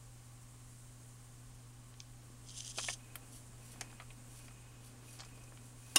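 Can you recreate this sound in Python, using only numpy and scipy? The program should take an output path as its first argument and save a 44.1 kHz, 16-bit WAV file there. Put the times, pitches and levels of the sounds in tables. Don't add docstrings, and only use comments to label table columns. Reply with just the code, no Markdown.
import sys
import numpy as np
from scipy import signal
from scipy.fft import rfft, irfft, next_fast_len
from scipy.io import wavfile
from scipy.ndimage import uniform_filter1d, map_coordinates

SR = 44100
rng = np.random.default_rng(int(sys.argv[2]) if len(sys.argv) > 2 else 0)


def to_wav(s):
    ch = np.atleast_2d(s).T
    pcm = np.round(np.clip(ch, -1, 1) * 32767)
    wavfile.write(sys.argv[1], SR, pcm.astype(np.int16))


N = 264114
TIME = np.arange(N) / SR


def amp(db):
    return 10 ** (np.asarray(db) / 20)


def unit(x):
    return x / np.sqrt(np.mean(x ** 2) + 1e-20)


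def along(points, hz):
    f, db = np.transpose(points)
    return amp(np.interp(np.log(hz + 1), np.log(f + 1), db))


def gains(rows):
    s, db = np.transpose(rows)
    return amp(np.interp(TIME, s, db)) * (TIME >= s[0])


def swells(rows, rise, fall):
    return np.max([amp(db - rise * np.maximum(s - TIME, 0) - fall * np.maximum(TIME - s - hold, 0))
                   for s, hold, db in rows], axis=0)


def wobble(rate):
    return map_coordinates(rng.standard_normal(int(N * rate / SR) + 4), [TIME * rate])


def filtered(x, response):
    size = next_fast_len(len(x) + 8192)
    return irfft(rfft(x, size) * response(np.fft.rfftfreq(size, 1 / SR)), size)[:len(x)]


def modes(rows):
    return lambda f: sum((-1) ** k * amp(db) * 1j * f * width / (hz * hz - f * f + 1j * f * width)
                         for k, (hz, width, db) in enumerate(rows))


def grit(rate, spiky_db):
    return unit(amp(spiky_db * wobble(rate)) * rng.standard_normal(N))


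# (pitch [Hz], level [dB], waver [dB])
HUM_TONES = [(119.9, -57, .25), (240, -82, 2), (249.7, -71.5, 1.5), (299.7, -81, 2), (799, -85, 3),
             (1049, -86, 3), (1123, -87, 3), (1498, -89, 3), (11500, -94, 2)]

def hum():
    out = np.zeros(N)
    for hz, db, waver_db in HUM_TONES:
        strength = np.sqrt(2) * amp(db + waver_db * wobble(9.1))
        drift = 0.3 * waver_db * wobble(5.6)
        out += strength * np.sin(2 * np.pi * hz * TIME + drift + rng.uniform(0, 2 * np.pi))
    return out


# (frequency [Hz], relative level [dB])
ROOM_COLOUR = [(10, -32), (16, 4), (28, 4), (50, -0.5), (100, -7), (150, -11.5), (250, -15), (400, -17),
               (700, -20), (1400, -22.5), (3600, -26.5), (6000, -25), (11000, -37), (16000, -34.5)]
# (centre [Hz], width [Hz], boost [dB])
ROOM_BUMPS = [(229, 71, 1), (800, 57, 3), (1120, 150, 5), (3050, 82, 4.5)]

def room():
    bumps = lambda f: amp(sum(db / (1 + ((f - hz) / width * 2) ** 2) for hz, width, db in ROOM_BUMPS))
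    return amp(-60) * unit(filtered(rng.standard_normal(N), lambda f: along(ROOM_COLOUR, f) * bumps(f)))


# (time [s], level [dB])
SIZZLE_LEVELS = [(0, -66.5), (.7, -65), (1.4, -66), (1.6, -68.5), (2.9, -66), (3.25, -64), (3.6, -66),
                 (4.3, -64.5), (4.85, -70), (5.3, -65), (5.99, -65)]
# (frequency [Hz], relative level [dB])
SIZZLE_COLOUR = [(4500, -35), (5800, -12.5), (7000, -4), (8500, 0), (9800, -3.5), (11500, -13),
                 (14000, -18)]

def sizzle():
    fizz = unit(filtered(grit(40, spiky_db=1.1), lambda f: along(SIZZLE_COLOUR, f)))
    return gains(SIZZLE_LEVELS) * fizz


# (pitch [Hz], width [Hz], relative level [dB])
WHINE_PEAKS = [(6440, 100, 0), (7030, 100, 0), (7410, 50, 0), (8500, 60, 1.5), (9050, 50, 0)]

def whine(rest_db=-74, spinning_db=-72.5, spin_s=3.3):
    level_db = np.where(TIME < spin_s, rest_db, spinning_db) + 1.2 * wobble(2.75)
    return amp(level_db) * unit(filtered(grit(30, spiky_db=1), lambda f: modes(WHINE_PEAKS)(f) ** 2))


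# (time [s], relative knock level [dB], knock pitch [Hz],
# relative click level [dB], click pitch [Hz], time for the chatter to fade by 60 dB [s])
CAM_CONTACTS = [(1.9404, -57, 1600, -62, 4500, .024), (2.0034, -64, 1200, -33, 4400, 0.0089),
                (2.3021, -53, 300, -62, 5300, .025), (2.488, -68, 1200, -48, 5600, .018),
                (2.4944, -64, 1200, -44, 5000, .02), (2.5048, -59, 300, -44, 4600, .016),
                (2.746, -62, 600, -50, 8000, .011), (2.7773, -42.5, 400, -33.5, 7000, 0.014),
                (2.7854, -34, 1020, -32.5, 4180, 0.032), (2.7915, -41, 950, -50, 4000, 0.027),
                (2.7973, -40, 850, -42, 5000, 0.019), (2.8419, -49, 800, -39, 4280, 0.035),
                (2.8851, -37.5, 910, -33, 2450, 0.025), (2.8879, -37.5, 1100, -29, 2840, 0.013),
                (2.897, -37, 520, -36, 3400, 0.019), (2.9144, -61, 700, -43, 6500, 0.016),
                (2.9352, -65, 900, -44, 5300, .02), (3.1559, -41.5, 1900, -37, 13500, 0.037),
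                (3.617, -55, 600, -64, 4000, 0.018), (3.76, -57, 1090, -66, 4000, .02),
                (3.8101, -40, 1900, -31.5, 7600, .028), (3.816, -47, 500, -39, 2450, 0.031),
                (3.9144, -64, 1200, -55, 4800, .018), (3.9288, -53, 1100, -66, 4800, 0.019),
                (4.0002, -45.5, 1410, -62, 2900, 0.065), (4.0207, -54, 1200, -60, 8000, .038),
                (4.105, -56, 500, -50, 2900, 0.054), (4.4822, -54.5, 1600, -66, 4500, 0.037),
                (4.5094, -57, 1100, -66, 4000, 0.023), (5.1903, -56, 700, -46, 6200, 0.025),
                (5.197, -51, 1700, -48, 5000, 0.038), (5.2046, -49, 1300, -40, 5670, 0.049),
                (5.22, -52, 1000, -59, 3000, 0.028), (5.2339, -52, 1500, -59, 5000, 0.049),
                (5.2494, -60, 900, -50, 6840, 0.038), (5.3754, -49, 600, -62, 5000, 0.033),
                (5.438, -58, 600, -52, 8000, 0.032), (5.522, -52, 500, -55.5, 1600, 0.03),
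                (5.5742, -55.5, 1200, -58.5, 3400, 0.02), (5.9572, -38, 1100, -60, 3400, .01)]
# (pitch [Hz], width [Hz], relative level [dB])
DECK_RINGS = [(230, 70, 0), (300, 70, 0), (720, 130, 0), (900, 100, 0), (1150, 150, 0), (1560, 120, 0),
              (2290, 150, 0), (2850, 250, 0), (3200, 170, 0), (3700, 150, -1), (4850, 150, 0),
              (5800, 200, 0), (6300, 200, 0), (7100, 200, 0), (8600, 300, 0), (9200, 200, 0),
              (9950, 200, 0), (11650, 250, 0)]

def ticks():
    def band(f, db, hz, below_db, above_db):
        octaves = np.abs(np.log2((f + 1) / hz))
        return amp(db - np.where(f < hz, below_db, above_db) * octaves ** 2.8)

    out = np.zeros(N + SR)
    t = np.arange(-200, SR // 6) / SR
    lift = lambda f: np.sqrt(3000 / (f + 300)) * (f > 170)
    deck = lambda f: (1 + amp(-6) * modes(DECK_RINGS)(f)) * lift(f)
    blow = amp(21) * (t == 0)
    for s, knock_db, knock_hz, click_db, click_hz, fade_s in CAM_CONTACTS:
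        knock = lambda f: band(f, knock_db, knock_hz, below_db=3, above_db=3)
        click = lambda f: band(f, click_db, click_hz, below_db=18, above_db=36)
        chatter = amp(6.5 - 60 * np.maximum(t, 0) / fade_s) * (t > 0) * rng.standard_normal(len(t))
        tick = filtered(blow + chatter, lambda f: (knock(f) + click(f)) * deck(f))
        out[round((s + t[0]) * SR):][:len(t)] += tick
    return out[:N]


# (time [s], relative level [dB])
LOAD = [(2.2, -5), (2.6, -7.5), (2.95, -3.5), (3.15, -1), (3.4, -3), (3.6, -4), (3.8, 6.5), (3.92, 3),
        (4.1, -3), (4.38, 0.5), (4.6, -3.5), (4.9, -2.5), (5.1, 1.5), (5.28, 0.5), (5.6, -4.5), (5.8, -7),
        (5.93, 3.5)]

def works():
    deck = modes([(240.7, 39, 1.5), (316, 82, -2), (391, 274, -7.5)])
    cams = modes([(680, 1300, 5.4), (1160, 140, 3), (1510, 230, 0.5)])
    rumble = unit(filtered(grit(40, spiky_db=2), deck))
    rattle = unit(filtered(grit(90, spiky_db=2.5), cams))
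    load = gains(LOAD)
    return amp(-66) * load ** 0.71 * rumble + amp(-70.5) * load * rattle


# (time [s], hold [s], level [dB])
LEVER_JERKS = [(2.485, 0.031, -57), (2.545, .015, -54), (2.575, 0.032, -47), (2.62, .012, -53),
               (2.66, 0.053, -46.5), (2.785, 0.031, -43.5), (2.835, 0.021, -41), (2.88, 0.031, -41),
               (2.932, 0.0073, -44)]
# (frequency [Hz], relative level [dB])
RASP_COLOUR = [(880, -49), (1500, -18), (2310, -15), (3150, 0.5), (4370, -8.5), (6240, -3.5), (9270, -5),
               (11000, -17.5), (15000, -31)]
# (pitch [Hz], width [Hz], relative level [dB])
LEVER_RINGS = [(3050, 260, -17), (4880, 30, 7), (5210, 34, 6), (5750, 360, -2.5), (6360, 110, 4.5),
               (7000, 47, -1), (7570, 29, 6), (8620, 200, -17), (9060, 190, -2), (9770, 69, 5)]

def lever():
    colour = lambda f: along(RASP_COLOUR, f) * (0.67 + np.abs(modes(LEVER_RINGS)(f)))
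    catches = amp(1.2 * wobble(90)) * grit(1200, spiky_db=4)
    return swells(LEVER_JERKS, rise=334, fall=1500) * unit(filtered(catches, colour))


# (time [s], hold [s], level [dB])
GEAR_RUNS = [(2.95, 0.16, -70.5), (3.65, 0.35, -71), (4.4, 0.34, -71), (5.08, .12, -71),
             (5.27, 0.13, -69.5), (5.9, .1, -71)]
# (pitch [Hz], width [Hz], relative level [dB])
GEAR_PEAKS = [(2230, 120, -5), (2520, 90, 1), (2820, 90, -2), (3120, 90, -5)]

def gears():
    whirr = unit(filtered(grit(90, spiky_db=2.5), lambda f: modes(GEAR_PEAKS)(f) ** 2))
    return swells(GEAR_RUNS, rise=81, fall=44) * whirr


# (time [s], hold [s], level [dB])
HAND_STROKES = [(3.34, 0.028, -56), (3.64, .05, -61.5), (3.715, 0.02, -58), (4.31, .04, -64.5),
                (4.36, 0.032, -59.5), (4.42, .045, -63), (4.85, 0.031, -61), (5.065, 0.054, -61.5),
                (5.135, 0.027, -58.5), (5.645, .02, -68), (5.8, .04, -66), (5.87, 0.077, -61.5)]
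# (frequency [Hz], relative level [dB])
SKIN_COLOUR = [(1500, -25), (3000, -2), (4500, -7.5), (6000, -4.5), (8000, 0), (10000, 3), (12500, -7),
               (16000, -12)]

def hand():
    squeak = modes([(4500, 100, 9), (5850, 87, 10), (9400, 110, -3)])
    colour = lambda f: along(SKIN_COLOUR, f) * (1 + np.abs(squeak(f)))
    return swells(HAND_STROKES, rise=400, fall=350) * unit(filtered(grit(200, spiky_db=2), colour))


TRIP_PITCHES = [290, 520, 850, 1118, 1560, 1950, 2724, 2830, 3188, 3718, 4822, 5415, 5968, 6592, 7030, 7195,
                7450, 8860, 9171, 9721, 9979, 10800, 11650, 12600, 14200]
# (width [Hz], relative level [dB])
TRIP_RINGS = [(40, 3.5), (120, -3), (100, -3.5), (24, 8.5), (70, -2.5), (100, 2), (110, 7.5), (80, 16),
              (60, 3), (45, 13), (50, 6), (70, 12), (55, 7), (80, 13), (40, 7), (80, 0), (150, 3),
              (200, 11.5), (130, 10), (80, 14), (65, 5), (130, -6), (100, 0), (100, -3), (200, -15)]

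def trip(at_s=5.9592, first_gap_s=0.0009, gap_growth=1.27):
    lead_s = 0.005
    t = np.arange(SR // 10) / SR - lead_s
    bounce_times = first_gap_s * (gap_growth ** np.arange(8) - 1) / (gap_growth - 1)
    bounces = sum(amp(-1400 * s - 60 * np.maximum(t - s, 0) / 0.0039) * (t >= s) for s in bounce_times)
    spectrum = rfft(bounces * rng.standard_normal(len(t)))
    rattle = irfft(spectrum / np.sqrt(uniform_filter1d(np.abs(spectrum) ** 2, size=15)), len(t))
    rattle *= np.where(t < 0, amp(-14), 1)
    ring = modes([(hz, width, db) for hz, (width, db) in zip(TRIP_PITCHES, TRIP_RINGS)])
    crash = lambda f: amp(-5.5) * 1j * f / (1j * f + 1200)
    soften = lambda f: 1 / (1 + 1j * f / 9000) / (1 + 1j * f / 16000)
    clack = amp(9.5) * filtered(rattle, lambda f: (crash(f) + ring(f)) * soften(f))
    out = np.zeros(N + SR)
    out[round((at_s - lead_s) * SR):][:len(t)] = clack
    return out[:N]


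def echo(x, fade_s=0.11):
    t = np.arange(SR // 3) / SR
    tail = rng.standard_normal(len(t)) * amp(-60 * t / fade_s) * (t > 0.004)
    return signal.fftconvolve(x, tail / np.linalg.norm(tail))[:N]


def scene():
    sharp = ticks() + lever() + trip()
    background = hum() + room() + sizzle() + whine()
    return (background + sharp + amp(-13.5) * echo(sharp) + works() + gears() + hand())[None]


def record(dry, top_hz=15780):
    return filtered(dry[0], lambda hz: hz < top_hz)[None]


dry = scene()
out = record(dry)
to_wav(out)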